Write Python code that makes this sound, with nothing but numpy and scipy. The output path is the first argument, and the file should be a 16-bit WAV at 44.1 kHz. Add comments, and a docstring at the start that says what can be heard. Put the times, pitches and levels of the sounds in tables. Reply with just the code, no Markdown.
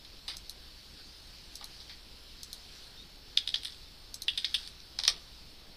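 """Someone works at a desk in a quiet room. Throughout, a hand slides over the desk (grainy friction noise)
under fan hiss, mains hum and microphone noise (shaped noise, phase-wandering tones). The hand bumps the desk
from the start and the mouse clicks now and then (struck modes); near 3 s a slide ends in a faint squeak (a
rising tone). Two bursts of key taps follow (struck modes with bounces and a loose rattle), the mouse clicking
once more between them. Near walls throw every tap, bump and click back before the room rings out."""
import sys
import numpy as np
from scipy import signal
from scipy.fft import rfft, irfft
from scipy.io import wavfile
from scipy.ndimage import uniform_filter1d

SR = 44100
rng = np.random.default_rng(int(sys.argv[2]) if len(sys.argv) > 2 else 0)


def put_to_file(sound):
    """Save the sound as 16-bit audio at rate SR, in the file named by the first command-line argument."""
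    columns = np.atleast_2d(sound).T  # one column per channel
    safe = np.clip(columns, -1, 1)
    whole_steps = np.round(safe * 32767)
    wavfile.write(sys.argv[1], SR, whole_steps.astype(np.int16))


N = 254236  # samples


def gain_of(db):
    """Level law: a level in decibels becomes an amplitude factor."""
    return 10 ** (np.asarray(db) / 20)


def evened(x):
    """Normalisation to a root-mean-square amplitude of 1."""
    return x / np.sqrt(np.mean(x ** 2) + 1e-20)


def read(points, hz):
    """Interpolation of a table along a logarithmic frequency axis."""
    f, value = np.transpose(points)
    return np.interp(np.log(hz + 1), np.log(f + 1), value)


def add(mix, s, sound):
    """Superposition: a sound starting at s seconds adds to the mix."""
    part = mix[round(s * SR):][:len(sound)]
    part += sound[:len(part)]


def hiss(colour, patchy_db):
    """Shaped random noise: a spectral envelope with patches drifting in time and frequency, rms 1."""
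    frames, hz = N // 512 + 5, np.fft.rfftfreq(2048, 1 / SR)
    real, imaginary, patches = rng.standard_normal((frames, 1025, 3)).T
    patches = uniform_filter1d(patches, size=30, axis=0)  # along frequency
    patches = evened(uniform_filter1d(patches, size=6, axis=1))  # along time
    envelope = gain_of(read(colour, hz)[:, None] + patchy_db * patches)
    noise = signal.istft((real + 1j * imaginary) * envelope, nperseg=2048, noverlap=1536)[1]
    return evened(noise[:N])


# Level of skin and mouse feet sliding over desk and keys. Each row: time in seconds, rms level in dB.
SLIDE_LEVEL = [(0.0, -57.5), (1.64, -54.5), (1.76, -52), (1.94, -57), (2.23, -56), (2.84, -53),
               (3.08, -58.5), (3.61, -54), (3.99, -58), (4.23, -59), (4.6, -49.5), (4.76, -58.5),
               (5.2, -56), (5.76, -59.5)]
# Spectral envelope of the friction. Each row: frequency in Hz, relative density in dB per Hz.
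SLIDE_COLOUR = [(410, -56), (700, -17), (814, -19), (845, -22), (1090, -21), (1540, -10.5), (2010, -14.5),
                (4650, 0.5), (6850, -17.5), (9260, -17), (14000, -28)]


def slide():
    """Stick-slip friction: fine noise made grainy by random catches of the skin."""
    t = np.arange(N) / SR
    caught = rng.random(N) < 120. / SR  # about 120 catches a second
    catches = gain_of(2.0 * np.minimum(rng.exponential(1, N), 3.)) * caught
    catch_decay = np.exp(-np.arange(600) / 44.0)  # time constant 44 samples, about 1 ms
    grain = 1.4 + 0.17 * evened(signal.oaconvolve(catches, catch_decay)[:N])
    level_db = np.interp(t, *np.transpose(SLIDE_LEVEL))
    return gain_of(level_db) * evened(grain * hiss(SLIDE_COLOUR, 2.1))


# Spectral envelope of the fan hiss and background. Each row: frequency in Hz, relative density in dB per Hz.
AIR_COLOUR = [(12, -34), (20, 3), (70, -10.5), (234, -17), (277, -17.5), (310, -17), (607, -23),
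              (1330, -26), (1440, -27), (1610, -28.5), (3070, -23.5), (4420, -19), (6540, -44.5),
              (14700, -36), (16000, -55)]
AIR_DB = -54  # rms level


def air():
    """Broadband noise: a steady hiss with a gently drifting spectrum."""
    return gain_of(AIR_DB) * hiss(AIR_COLOUR, 1.0)


# Mains hum and fan tones. Each row: frequency in Hz, rms level in dB, line width in Hz.
HUM_TONES = [(62.6, -63.5, 3.2), (835, -85, 7), (5390, -67.5, 11)]


def tones():
    """Phase diffusion: the phase of each steady tone wanders at random, which widens its spectral line."""
    t, out = np.arange(N) / SR, np.zeros(N)
    for hz, db, width in HUM_TONES:
        wander = np.cumsum(rng.standard_normal(N)) * np.sqrt(2 * np.pi * abs(width) / SR)
        out += np.sqrt(2) * gain_of(db) * np.sin(2 * np.pi * hz * t + wander)
    return out


# Spectral envelope of the noise between the channels. 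Each row: frequency in Hz, relative density in dB per Hz.
APART_COLOUR = [(12, -18), (20, -8), (82, -3), (1080, -16), (3180, -17), (4950, -13.5), (7100, -23),
                (9630, -21), (15000, -23.5)]
APART_DB = -71.5  # rms level


def channel_noise():
    """Antiphase noise: a flickering hiss, later added to one channel and taken from the other."""
    return gain_of(APART_DB) * hiss(APART_COLOUR, 6.1)


def contact(ms):
    """Impact force: one sharp hit, chatter with a time constant of ms and a weak, slower rattle."""
    t = np.arange(2500) / SR
    fading = np.exp(-1000 * t / max(ms, .05)) + gain_of(-14.0) * np.exp(-t / 0.0091)
    chatter = rng.standard_normal(len(t)) * fading * (rng.random(len(t)) < .25)
    force = chatter + 2.9 * (t == 0)
    spectrum = rfft(force, 2 * len(t))
    # hard contacts drive all pitches alike: even out the broad shape of the force spectrum
    broad_shape = np.sqrt(uniform_filter1d(abs(spectrum) ** 2, size=36))
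    return irfft(spectrum / broad_shape)[:len(t)]


def ring(modes, blow, spread, pitch):
    """Modal excitation: a blow sets slightly detuned modes swelling briefly and dying; peak 1."""
    hz, width, db = np.transpose(modes)[:, :, None]
    t = np.arange(900) / SR
    detune = rng.uniform(-1, 1, (len(modes), 1))
    sign = (-1) ** np.arange(len(modes))[:, None]  # neighbours start opposed, so no holes open between them
    fade = 8.73 * width * t
    swing = sign * np.sin(2 * np.pi * hz * pitch * (1 + spread * detune) * t)
    response = (gain_of(db) * width * fade ** 2 * np.exp(-fade) * swing).sum(0)
    out = signal.fftconvolve(blow, response)
    return out / abs(out).max()


# Modes of desk, plastic deck and caps in five groups: boom, thud, lower ring, upper ring, tick.
# Each row: frequency in Hz before the pitch factor, nominal width in Hz, relative level in dB.
DESK_BOOM = [(395, 150, -11.5), (565, 59, -9), (825, 116, -2), (960, 64, 2), (1054, 180, -5.5),
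             (1278, 124, 3)]
DECK_THUD = [(1424, 280, -6.5), (1932, 345, -0.5), (2105, 248, 4), (2470, 263, 3.5)]
LOWER_RING = [(2950, 580, -18), (3180, 200, -2.5), (3590, 304, 0.5), (3847, 280, 4)]
UPPER_RING = [(4305, 350, 2.5), (4930, 290, 0), (5390, 236, 3), (6000, 650, -11.5)]
TREBLE_TICK = [(7900, 280, -11), (8560, 180, 0.5), (9300, 500, 0.5), (10180, 940, -8), (11300, 450, -13.5),
               (11530, 290, -16), (12700, 1300, -11.5)]


def taps(rows):
    """Modal participation: every tap rings the same deck; where it lands sets each group's share."""
    out = np.zeros(N)
    for s, db, desk_db, thud_db, tick_db, upper_db, pitch, ms in rows:
        blow = contact(ms)
        lower = ring(LOWER_RING, blow, 0.038, pitch)
        upper = ring(UPPER_RING, blow, 0.038, pitch)
        cap = gain_of(-upper_db / 2) * lower + gain_of(upper_db / 2) * upper
        shares = ((desk_db, DESK_BOOM), (thud_db, DECK_THUD), (tick_db, TREBLE_TICK))
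        rest = sum(gain_of(share_db) * ring(modes, blow, 0.033, 0.95) for share_db, modes in shares)
        add(out, s, gain_of(db) * (cap / abs(cap).max() + rest))
    return out


# A hand or the mouse knocking the desk and deck. Each row: start in seconds, peak level of the ring in dB,
# then desk boom, deck thud and treble tick in dB re that peak, upper ring in dB re lower ring,
# contact time constant in ms.
HAND_BUMPS = [(0.0478, -41, -22, -15, -19, 4, 8.6), (0.2796, -24, -20, -15, -18, 8.5, 13),
              (0.2977, -32.5, -16.5, -9, -19, 5, 60), (1.6106, -36, -7.5, -14, -26, 6, 1.8),
              (1.6201, -42, -7.5, -4, -27, -1, 27), (1.8018, -40, -26, -25, -22, 10, 20),
              (1.8947, -38, -18, -7, -21, 4, 36)]
BUMP_PITCH = 0.93  # factor on the ring frequencies


def bumps():
    """Prolonged impact: mostly longer contacts on the same desk and deck."""
    return taps([(*row[:-1], BUMP_PITCH, row[-1]) for row in HAND_BUMPS])


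# First echoes off near walls. Each row: delay in ms, level in dB.
WALL_ECHOES = [(9.2, -19), (10.6, -21), (12.2, -22), (13.4, -15)]
# Late reverberation. Each row: frequency in Hz, decay time T60 in seconds, relative level in dB.
ROOM_DECAY = [(500, 0.46, 1), (1500, 0.36, -4), (3450, 0.23, -5), (4660, 0.13, 1), (9300, 0.1, 8),
              (14100, 0.04, -5)]
ROOM_DB, ROOM_START_MS = -12.5, 8.7  # energy level and onset of the late part


def room(x):
    """Early reflection and reverberation: single echoes, plus sparse random-sign taps dying band by band."""
    late = np.zeros(SR // 2)
    at = np.arange(round(ROOM_START_MS * SR / 1000), len(late) - 20, 20)
    late[at + rng.integers(0, 20, len(at))] = rng.choice([-1., 1.], len(at))
    hz, t, bands = signal.stft(late, SR, nperseg=128)
    t60, db = (read(np.array(ROOM_DECAY)[:, [0, column]], hz)[:, None] for column in (1, 2))
    late = signal.istft(bands * gain_of(db - 60 * t / t60), SR, nperseg=128)[1]
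    answer = gain_of(ROOM_DB) * late / np.linalg.norm(late)
    for ms, echo_db in WALL_ECHOES:
        add(answer, ms / 1000, gain_of(echo_db) * np.array([1.]))
    return signal.fftconvolve(x, answer)[:N]


# Mouse switch snapping down, then up. Each row: start in seconds, peak level in dB.
MOUSE_PRESS = [(0.3682, -28.5), (1.5551, -27.5), (2.4319, -28.5), (4.142, -26.5)]
MOUSE_RELEASE = [(0.4953, -26), (1.6428, -26.5), (2.5297, -25), (4.2201, -24.5)]
# Modes of the switch and shell. Each row: frequency in Hz before the pitch factor, nominal width in Hz,
# relative level in dB when pressed, relative level in dB when released.
SWITCH_MODES = [(3910, 500, -11, -10), (4330, 300, -4.5, 6), (5530, 550, -3, -3.5), (6650, 330, -7, -5),
                (8050, 220, -8, -13.5), (9170, 780, -14, -10), (10260, 1300, -15, -11),
                (13070, 240, -13, -3.5), (14200, 320, -13, -17), (14700, 860, -36, -33)]


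def mouse():
    """Snap-through: the switch dome chatters briefly; press and release weight the modes differently."""
    out, modes = np.zeros(N), np.array(SWITCH_MODES)
    for clicks, columns in ((MOUSE_PRESS, [0, 1, 2]), (MOUSE_RELEASE, [0, 1, 3])):
        for s, db in clicks:
            add(out, s, gain_of(db) * ring(modes[:, columns], contact(2.02), 0.0057, 0.96))
    return out


SQUEAK_AT_S, SQUEAK_S = 2.96, 0.089  # start and duration
SQUEAK_HZ, SQUEAK_RISE_HZ, SQUEAK_DB = 3600, 230, -54.5  # first pitch, rise, amplitude before flutter


def squeak():
    """Amplitude modulation: slow noise swings the height of a thin, rising tone as a slide ends."""
    t = np.arange(0, SQUEAK_S, 1 / SR)
    hz = SQUEAK_HZ + SQUEAK_RISE_HZ * t / SQUEAK_S
    swell = np.sin(np.pi * t / SQUEAK_S)
    slow_noise = uniform_filter1d(uniform_filter1d(rng.standard_normal(len(t)), size=90), size=90)
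    flutter = 1.1 + 0.9 * evened(slow_noise)
    return SQUEAK_AT_S, gain_of(SQUEAK_DB) * swell * flutter * np.sin(2 * np.pi * np.cumsum(hz) / SR)


# Key strokes, a cap going down or springing back. Each row: start in seconds, peak level of the ring in dB,
# then desk boom, deck thud and treble tick in dB re that peak, cap pitch as a factor, loose rattle in dB re
# peak, upper ring in dB re lower ring; then for the second contact and again for the late bounce:
# delay in ms, level in dB re peak, upper ring in dB re lower ring.
KEY_STROKES = [(3.3718, -21.5, -44, -18, -24, 0.95, -17, 22, 1.82, 14.5, -4.5, 13.6, -15, 12),
               (3.4737, -28, -42, -19.5, -22, 0.97, -8, 1, 1.6, 11, -8, 16.5, 7, -3),
               (3.5411, -17, -33.5, -16.5, -24.5, 0.93, -21, -18, 2.4, 0, 2.5, 16.6, -5, 6),
               (3.6333, -28, -36, -14, -12, 0.94, -4, -1, 15.1, 1, 4, 20.5, 4, -7),
               (4.2812, -20.5, -38, -17.5, -24, 0.92, -15.5, 11, 1.1, 6.5, -15, 20, -8, 8),
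               (4.3753, -19, -36, -17.5, -18.5, 0.94, -12, -6, 3.24, 0, 4.5, 7, -3, -13),
               (4.4448, -15, -41, -15, -25.5, 0.96, -20, -20, 4.2, -4.5, 16, 15, -25, -2),
               (4.5422, -17.5, -35, -16.5, -16.5, 0.93, -13, -8, 3, -0.5, 0, 7.2, 1.1, 0.5),
               (4.675, -29, -40, -17, -15, 1.0, -19.5, 7, 3, -17, 5, 13, -20, 5),
               (4.8025, -39, -30, -24, -24, 1.0, -17, 9, 3, -18, 5, 12, -16, 5),
               (4.9877, -21, -21, -15.5, -20.5, 1, -14, 11, 1.24, 1.5, 4, 11, -2, -5),
               (5.0355, -19.5, -25, -16, -20, 0.96, -10, 5, 1.9, -6, 14, 15.5, -1, 2),
               (5.0777, -6.5, -24, -15.5, -17, 1.0, -31, 10, 1.45, -3.5, -11, 22.6, -16, 3)]
KEY_CONTACT_MS, RATTLE_CONTACT_MS = 0.87, 1.5  # time constants
RATTLE_GAP_MS, RATTLE_FADE_DB_PER_S, RATTLE_SCATTER_DB = 13, 104, 3  # mean gap, decay, random +-
RATTLE_UPPER_DB, RATTLE_DECK_DB = 4.5, -4  # mean upper re lower ring, change in the boom, thud and tick shares


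def keys():
    """Repeated impact: a touch, a second contact, a late bounce and a fading rattle of the loose cap."""
    rows, chance = [], rng.random((len(KEY_STROKES), 10, 3))  # ten rattle hits a stroke
    for stroke, luck in zip(KEY_STROKES, chance):
        s, db, desk_db, thud_db, tick_db, pitch, rattle_db, *contacts = stroke
        firm = np.reshape([0, 0, *contacts], (3, 3))
        after = np.cumsum(RATTLE_GAP_MS / 1000 * (.5 + luck[:, 0]))  # seconds after the late bounce
        scatter_db = RATTLE_SCATTER_DB * (2 * luck[:, 1] - 1)
        loose_db = db + rattle_db - RATTLE_FADE_DB_PER_S * after + scatter_db
        lean_db = RATTLE_UPPER_DB + 7.0 * (2 * luck[:, 2] - 1)
        shares_db = np.array([desk_db, thud_db, tick_db])
        for ms, more_db, upper_db in firm:
            rows.append((s + ms / 1000, db + more_db, *shares_db, upper_db, pitch, KEY_CONTACT_MS))
        bounce_s = s + firm[-1, 0] / 1000
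        for lag, weak_db, upper_db in zip(after, loose_db, lean_db):
            rows.append((bounce_s + lag, weak_db, *(shares_db + RATTLE_DECK_DB), upper_db, pitch,
                         RATTLE_CONTACT_MS))
    return taps(rows)


def scene():
    """Superposition at one capsule; the two channels differ only by a little flickering noise."""
    steady = slide() + air() + tones()
    side = channel_noise()
    desk = bumps() + mouse() + keys()
    add(steady, *squeak())
    mid = desk + room(desk) + steady
    return np.array([mid + side, mid - side])


EDGE_HZ = 15170


def record(dry):
    """Band limitation: a low-pass filter removes what lies above the edge."""
    low_pass = signal.firwin(511, EDGE_HZ, window=("kaiser", 9), fs=SR)
    return signal.oaconvolve(dry, low_pass[None], "same")


dry = scene()
out = record(dry)
put_to_file(out)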